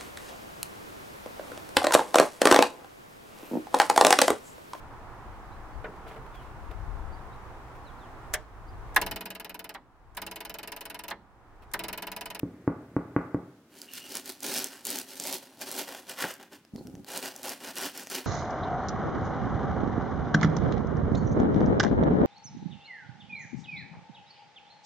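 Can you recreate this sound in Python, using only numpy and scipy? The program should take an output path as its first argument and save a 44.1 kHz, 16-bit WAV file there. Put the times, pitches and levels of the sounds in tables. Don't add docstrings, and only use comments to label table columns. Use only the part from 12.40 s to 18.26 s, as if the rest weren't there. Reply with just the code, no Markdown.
import sys
import numpy as np
from scipy import signal
from scipy.fft import rfft, irfft
from scipy.io import wavfile

SR = 44100
rng = np.random.default_rng(int(sys.argv[2]) if len(sys.argv) > 2 else 0)


def to_wav(sig):
    pcm = np.clip(np.atleast_2d(sig), -1, 1) * 32767
    pcm = np.round(pcm).astype(np.int16)
    wavfile.write(sys.argv[1], SR, pcm.T)


N = 258426
TIME = np.arange(N) / SR
SIDES = np.array([[1], [-1]])
ATTACK_S, RELEASE_S = 0.011, 0.022

# t/s, length/s
CUT_SPANS = [(1.331, 2.62), (4.674, 1)]
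# t/s, peak/dB, splintering/0-1
BIG_SNAPS = [(1.4162, -23.5, 0.6), (1.5354, -21.5, .6), (1.7529, -15.5, 0.4), (1.7693, -17.5, .6),
             (1.8575, -25, 0.5), (2.004, -27.5, 0.6), (2.0307, -21, .56), (2.1465, -16, 0.3),
             (2.1762, -13, 0.2), (2.19, -13, .45), (2.2421, -14, 0.74), (2.4513, -13, 0.6),
             (2.4683, -13.5, 0.5), (2.5027, -14.5, 0.7), (2.5701, -22, 0.5), (2.5864, -15, 0.53),
             (2.7987, -14.5, .42), (2.8372, -17.5, 0.55), (2.871, -16.5, .4), (2.9257, -16, 0.5),
             (2.9405, -14.5, 0.6), (3.2128, -23.5, 0.7), (3.3139, -16, 0.38), (3.694, -19.5, 0.4),
             (3.822, -16.5, 0.34), (3.9387, -26, .3), (4.028, -34.5, 0.8), (4.7743, -15.5, .9),
             (4.962, -23.5, 0.4), (5.031, -19, 0.18), (5.0928, -14.5, .33), (5.3556, -23, 0.4),
             (5.3830, -18, .6), (5.575, -19.5, 0.4), (5.6995, -22, .55)]
# f/Hz, level/dB
SNAP_TONE = [(150, -11), (400, -4), (1200, -18), (3000, -6.5), (5000, 3), (9000, 2.5), (16000, -1)]


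def undb(db):
    return 10 ** (np.asarray(db) / 20)


def unit(x):
    return x / np.sqrt(np.mean(x ** 2))


def add(out, s, x):
    i = int(s * SR)
    out[..., i:i + x.shape[-1]] += x[..., :N - i]


def through(x, response):
    x = np.atleast_2d(x)
    return signal.fftconvolve(x, np.atleast_2d(response), axes=-1)[:, :x.shape[-1]]


def colour(points, size=4096):
    hz, db = np.transpose(points)
    gain = undb(np.interp(np.log(np.arange(size // 2 + 1) * SR / size + 1), np.log(hz), db))
    cepstrum = irfft(np.log(gain))
    cepstrum[1:size // 2] *= 2
    cepstrum[size // 2 + 1:] = 0
    return irfft(np.exp(rfft(cepstrum)))


def ring(modes, spread=0.):
    t = TIME[:SR // 2]
    return sum(undb(db) * np.cos(2 * np.pi * hz * (1 + spread * rng.standard_normal()) * t)
               * np.exp(-np.log(1000) * t / ring_s) for hz, db, ring_s in modes)


def ports(mid, side, wide_hz, order=1):
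    treble = signal.butter(order, min(wide_hz, SR / 2 - 1), "high", fs=SR)
    return mid + SIDES * signal.lfilter(*treble, side)


def walk(rate):
    steps = rng.standard_normal(N // 10)
    return np.interp(TIME * rate, np.arange(len(steps)), steps)


def swell(start, length, attack_s, release_s, rise_db=0):
    t = TIME - start
    slope = undb(rise_db * (np.clip(t / length, 0, 1) - .5))
    return slope * np.exp(np.minimum(t, 0) / attack_s - np.maximum(t - length, 0) / release_s)


def background():
    # f/Hz, level/dB
    stove_tone = [(25, -10), (60, 2), (120, 10), (190, 8), (280, 8.5), (500, -3.5), (1000, -13),
                  (2000, -14), (3500, -29), (16000, -64.5)]
    hush_tone = [(25, -37), (80, -4), (170, 0), (270, 8.5), (450, -6), (1000, -11), (3000, -18.5),
                 (8000, -25.5), (16000, -29.5)]
    by_stove = np.interp(TIME, [.85, 1.35], [1, 0])
    mid, side = rng.standard_normal((2, N))
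    air = ports(mid, side, wide_hz=2200, order=2) + 0.047 * SIDES * rng.standard_normal(N)
    air *= undb(0.59 * walk(17))
    stove = undb(-53.5) * by_stove * unit(through(air, colour(stove_tone)))
    return stove + undb(-61) * unit(through(air, colour(hush_tone)))


def blows(table, modes, spread, order):
    out = np.zeros(N)
    for s, db, top_hz in table:
        sound = signal.sosfilt(signal.butter(order, top_hz, fs=SR, output="sos"), ring(modes, spread))
        add(out, s, undb(db) * sound / np.abs(sound).max())
    return out


def knocks(skin_hz):
    # t/s, level/dB, treble limit/Hz
    hits = [(0.0318, -17, 420), (0.2769, -9, 882), (0.5654, -10.5, 886), (0.7638, -7, 1427),
            (0.9453, -13, 723)]
    # f/Hz, level/dB, ring time/s
    loaf_modes = [(73.5, -22, 0.17), (125.6, 5, 0.042), (145.4, -22, .2), (172, -11, 0.23),
                  (281.5, -23.5, 0.46), (273, 11, 0.043), (446, -37, .025), (827, -5.5, 0.034),
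                  (1100, 2, .013), (1425, -5.5, 0.021), (1930, -7, 0.034)]
    skin = signal.butter(4, skin_hz, fs=SR, output="sos")
    return -signal.sosfilt(skin, blows(hits, loaf_modes, spread=0.006, order=2))


def kitchen(x, wet_db, echo_db, low_ring_s, high_ring_s, wide_hz):
    # delay/s, level/dB
    echoes = [(.0062, -16.5), (0.0168, -22), (0.0273, -13.5), (0.0423, -18.5)]
    # f/Hz, level/dB
    room_tone = [(40, -24), (120, -7.5), (280, -9), (600, -2), (1200, -1), (3000, -4), (8000, -13),
                 (16000, -12.5)]
    t = TIME[:SR]
    noise = rng.standard_normal((2, SR))
    low = signal.sosfilt(signal.butter(2, 2200, fs=SR, output="sos"), noise)
    tail = low * np.exp(-np.log(1000) * t / low_ring_s)
    tail += (noise - low) * np.exp(-np.log(1000) * t / high_ring_s)
    fade_in = np.clip(t / 0.0029 - .5, 0, 1)
    mid, side = through(unit(tail * fade_in) / np.sqrt(SR), colour(room_tone))
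    response = undb(wet_db) * ports(mid, side, wide_hz)
    for delay, db in echoes:
        add(response, delay, undb([db + echo_db]))
    return x + through(x, response)


def effort():
    # t/s, length/s, rise/dB, crackle/dB, rasp/dB, drone/dB
    strokes = [(1.36, 0.076, 3, -54, -76, -64), (1.525, 0.055, 7, -44.5, -63, -61),
               (1.635, 0.089, 11.5, -48, -62, -54.5), (1.751, .03, -1, -40, -45, -44),
               (1.857, 0.046, 3, -43.5, -56.5, -49.5), (2.035, 0.15, 6, -35, -45, -39.5),
               (2.22, 0.042, -0.5, -41.5, -49, -45), (2.32, 0.071, -6.5, -52.5, -52.5, -55.5),
               (2.462, .14, -2.5, -37.5, -50, -42.5), (2.677, 0.096, 4.5, -48.5, -63, -55),
               (2.803, .15, 4, -37.5, -56, -42), (3.037, .015, -5.5, -56, -67, -56),
               (3.216, 0.021, -4.5, -42, -47.5, -44.5), (3.271, 0.14, 10, -39.5, -47.5, -42.5),
               (3.479, 0.11, -5.5, -50, -48.5, -48), (3.698, .028, -7.5, -43.5, -45, -45.5),
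               (3.788, 0.035, 5.5, -38.5, -34.5, -44), (3.84, 0.017, -4, -58, -38, -37),
               (3.882, 0.029, -2, -46.5, -41.5, -46), (4.0, 0.038, 0, -70, -54.5, -53),
               (4.12, 0.031, 2.5, -60, -54, -53), (4.682, 0.093, 8, -43, -45.5, -43),
               (4.836, .047, -4, -40.5, -42, -41.5), (4.956, .05, 0, -54.5, -55, -52),
               (5.043, 0.081, 2, -41, -43.5, -41.5), (5.214, 0.083, 4, -47.5, -46.5, -45),
               (5.369, 0.1, 3.5, -38.5, -40, -41), (5.554, 0.071, 1, -45, -48.5, -47),
               (5.702, 0.05, 7.5, -38.5, -44.5, -44), (5.776, 0.022, -1.5, -46, -44, -41),
               (5.858, .02, -4, -45.5, -45.5, -53)]
    # crackle/dB, rasp/dB, drone/dB
    rub_db = [-62.5, -64, -59.5]
    in_loaf = sum(swell(s, length, RELEASE_S, RELEASE_S) for s, length in CUT_SPANS)
    power = np.outer(undb(rub_db), in_loaf) ** 2
    for s, length, rise_db, *levels in strokes:
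        power += np.outer(undb(levels) ** 2, swell(s, length, ATTACK_S, RELEASE_S, rise_db) ** 2)
    return np.sqrt(power)


def teeth(catches_per_s, release_s, strength):
    catches = (rng.random(N) < catches_per_s / SR) * rng.uniform(0.16, 1, N)
    bursts = signal.lfilter([1], [1, -np.exp(-1 / (release_s * SR))], catches)
    return unit((1 + strength * bursts) * undb(0.92 * walk(140)))


def stalling(hold_s, dip_db):
    wait = np.full(N, np.inf)
    for s, _, _ in BIG_SNAPS:
        wait = np.minimum(wait, np.where(TIME < s, s - TIME, np.inf))
    return undb(dip_db * np.exp(-(wait / hold_s) ** 2))


def patches(wander_per_s, patchy_db, count):
    weight = undb([patchy_db * walk(wander_per_s) for _ in range(count)])
    return weight / weight.sum(axis=0)


def fractures(rate, scatter_db, size=N):
    happens = rng.random(size) < rate / SR
    strength = np.minimum(rng.exponential(size=size), np.pi + 1)
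    return happens * rng.choice([-1, 1], size) * undb(scatter_db * strength)


def flake(rattle_s, rattle, side_share, size=256):
    mid, side = rng.standard_normal((2, size)) * np.exp(-TIME[:size] / rattle_s)
    mid = rattle * unit(mid) / np.sqrt(size)
    side = side_share * unit(side) / np.sqrt(size)
    mid[0] += 1
    return ports(mid, side, wide_hz=7400, order=2) * undb(SIDES * -0.4)


def sawing(crackle, rasp, drone):
    # f/Hz, level/dB
    crust_tone = [(300, -26.5), (1500, -1), (2800, -1), (4200, 3.5), (5500, 1.5), (8000, -0.5), (12000, -3),
                  (16000, -8)]
    loaf_tone = [(50, -53.5), (120, -21.5), (200, -8), (275, 4.5), (335, -10), (388, 6), (470, -7.5),
                 (900, -40.5)]
    board_tone = [(200, -26), (440, -5.5), (550, 2.5), (650, -2.5), (760, -1.5), (890, -0.5), (1200, -11),
                  (2500, -34.5)]
    # f/Hz, level/dB, ring time/s
    blade_modes = [(1050, 2, 0.0096), (1475, 5.5, 0.0084), (1760, -1, 0.0094), (1910, -12, 0.017),
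                   (2430, -7.5, 0.016), (2840, 1.5, 0.0082)]
    # t/s, board over loaf/dB
    blade_lean = [(1.5, -3.5), (2.1, -2.5), (2.55, -1.5), (2.75, -2), (2.87, 2), (3.0, 1), (3.4, 2),
                  (3.85, 3), (4.2, -4.5), (4.75, 2), (5.1, 5.5), (5.27, 0), (5.45, 2), (5.75, 0)]
    rate = 1000 + 5000 * (crackle / crackle.max()) ** .6
    bite = teeth(catches_per_s=110, release_s=0.0024, strength=1.2)
    bite *= stalling(hold_s=0.0088, dip_db=-2.5)
    cracks = [bite * fractures(rate * share, scatter_db=2.5) / np.sqrt(rate)
              for share in patches(wander_per_s=18, patchy_db=16, count=16)]
    crust = sum(through(patch, flake(rattle_s=0.0018, rattle=1.0, side_share=1.1)) for patch in cracks)
    crust = unit(through(crust, colour(crust_tone)))
    blade = unit(through(sum(cracks), ring(blade_modes)))
    shaking = unit(sum(cracks)) + bite * rng.standard_normal(N)
    loaf = unit(through(shaking, colour(loaf_tone)))
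    board = unit(through(shaking, colour(board_tone)))
    lean = undb(np.interp(TIME, *np.transpose(blade_lean)))
    body = (loaf + lean * board) / np.hypot(1, lean)
    return undb(-0.96) * crackle * crust + rasp * blade + drone * body


def chips(crackle, per_s=32, above_db=16, scatter_db=4, splinter=0.46):
    gaps, sizes = rng.random((400, 2)).T
    times = CUT_SPANS[0][0] + np.cumsum(.5 + gaps) / per_s
    return [(s, 20 * np.log10(crackle[int(s * SR)]) + above_db + scatter_db * (2 * size - 1), splinter)
            for s, size in zip(times, sizes) if s < TIME[-SR // 100]]


def snaps(table, crumble_s=.0014, size=1024):
    out, tone = np.zeros((2, N)), colour(SNAP_TONE)
    fade = np.exp(-TIME[:size] / crumble_s)
    for s, db, splinter in table:
        splinters = splinter * fractures(12000, scatter_db=1.4, size=size) * fade
        splinters[0] = 1
        crack = through(flake(rattle_s=.0004, rattle=0.29, side_share=0.63), tone[:size])
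        sound = signal.fftconvolve(crack, splinters[None])[:, :size]
        add(out, s + .0008, undb(db) * sound / np.abs(sound).max())
    return out


def skid(ring_s):
    # t/s, length/s, level/dB, f/Hz
    skids = [(1.486, 0.18, -52.5, 2820), (4.377, 0.0087, -56, 4310)]
    return sum(undb(db) * swell(s, length, attack_s=0.011, release_s=0.015)
               * unit(through(fractures(2500, scatter_db=3.5), ring([(hz, 0, ring_s)])))
               for s, length, db, hz in skids)


def shifting(soft_hz, side_db):
    # t/s, level/dB, treble limit/Hz
    board_bumps = [(3.841, -16, 2480), (3.848, -22.5, 700), (3.854, -25, 1110), (4.335, -31, 196),
                   (4.355, -30, 334), (4.381, -33.5, 494), (4.410, -33, 422), (4.452, -36, 262),
                   (4.481, -33.5, 333), (4.540, -32, 227), (4.570, -36.5, 260), (4.592, -39, 330)]
    # t/s, level/dB, treble limit/Hz
    knife_taps = [(4.2505, -38, 9100), (4.3612, -31, 8910), (4.4715, -30.5, 11000), (4.5530, -34, 8100),
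                  (4.6462, -29.5, 14000), (5.6715, -22, 9080)]
    # f/Hz, level/dB, ring time/s
    board_modes = [(112, -26, 0.064), (204, -4, 0.029), (269, 0, 0.057), (400, -2.5, 0.074),
                   (553, -1, 0.05), (815, 14.5, 0.019), (1410, 23, 0.0098), (1870, -5, 0.026)]
    knife_modes = [(690, -8, 0.0082), (1540, -28, 0.0087), (1770, -15.5, 0.011), (2970, -11, 0.0043),
                   (4650, -4, 0.0053), (7250, -11, 0.0015), (12000, 2, 0.0014)]
    slips = [fractures(500, scatter_db=1.0) for _ in range(2)]
    soft_slips = signal.sosfilt(signal.butter(3, soft_hz, fs=SR, output="sos"), slips)
    mid, side = unit(through(soft_slips, ring(board_modes)))
    crumbs = unit(through([fractures(940, scatter_db=0) for _ in range(2)], colour(SNAP_TONE)))
    pull = undb(-48.5) * swell(start=4.345, length=0.26, attack_s=ATTACK_S, release_s=0.043, rise_db=-4)
    drag = pull * (mid + SIDES * undb(side_db) * side + undb(-18.5) * crumbs)
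    bumps = blows(board_bumps, board_modes, spread=0.12, order=4)
    taps = blows(knife_taps, knife_modes, spread=0.11, order=2)
    return bumps + drag + taps


def scene():
    knocking = kitchen(knocks(skin_hz=2200), wet_db=-1.5, echo_db=-2.5,
                       low_ring_s=0.54, high_ring_s=0.59, wide_hz=2500)
    rush = background()
    crackle, rasp, drone = effort()
    cutting = sawing(crackle, rasp, drone) + skid(ring_s=.02)
    cutting += shifting(soft_hz=320, side_db=-7.5)
    cutting += snaps(BIG_SNAPS + chips(crackle))
    cutting = kitchen(cutting, wet_db=-12.0, echo_db=-1.5,
                      low_ring_s=0.33, high_ring_s=0.56, wide_hz=4160)
    return knocking + rush + cutting


def record(dry):
    dry = signal.sosfilt(signal.butter(2, 50, "high", fs=SR, output="sos"), dry)
    return signal.sosfilt(signal.ellip(10, .2, 80, 16050, fs=SR, output="sos"), dry)


dry = scene()
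out = record(dry)
to_wav(out)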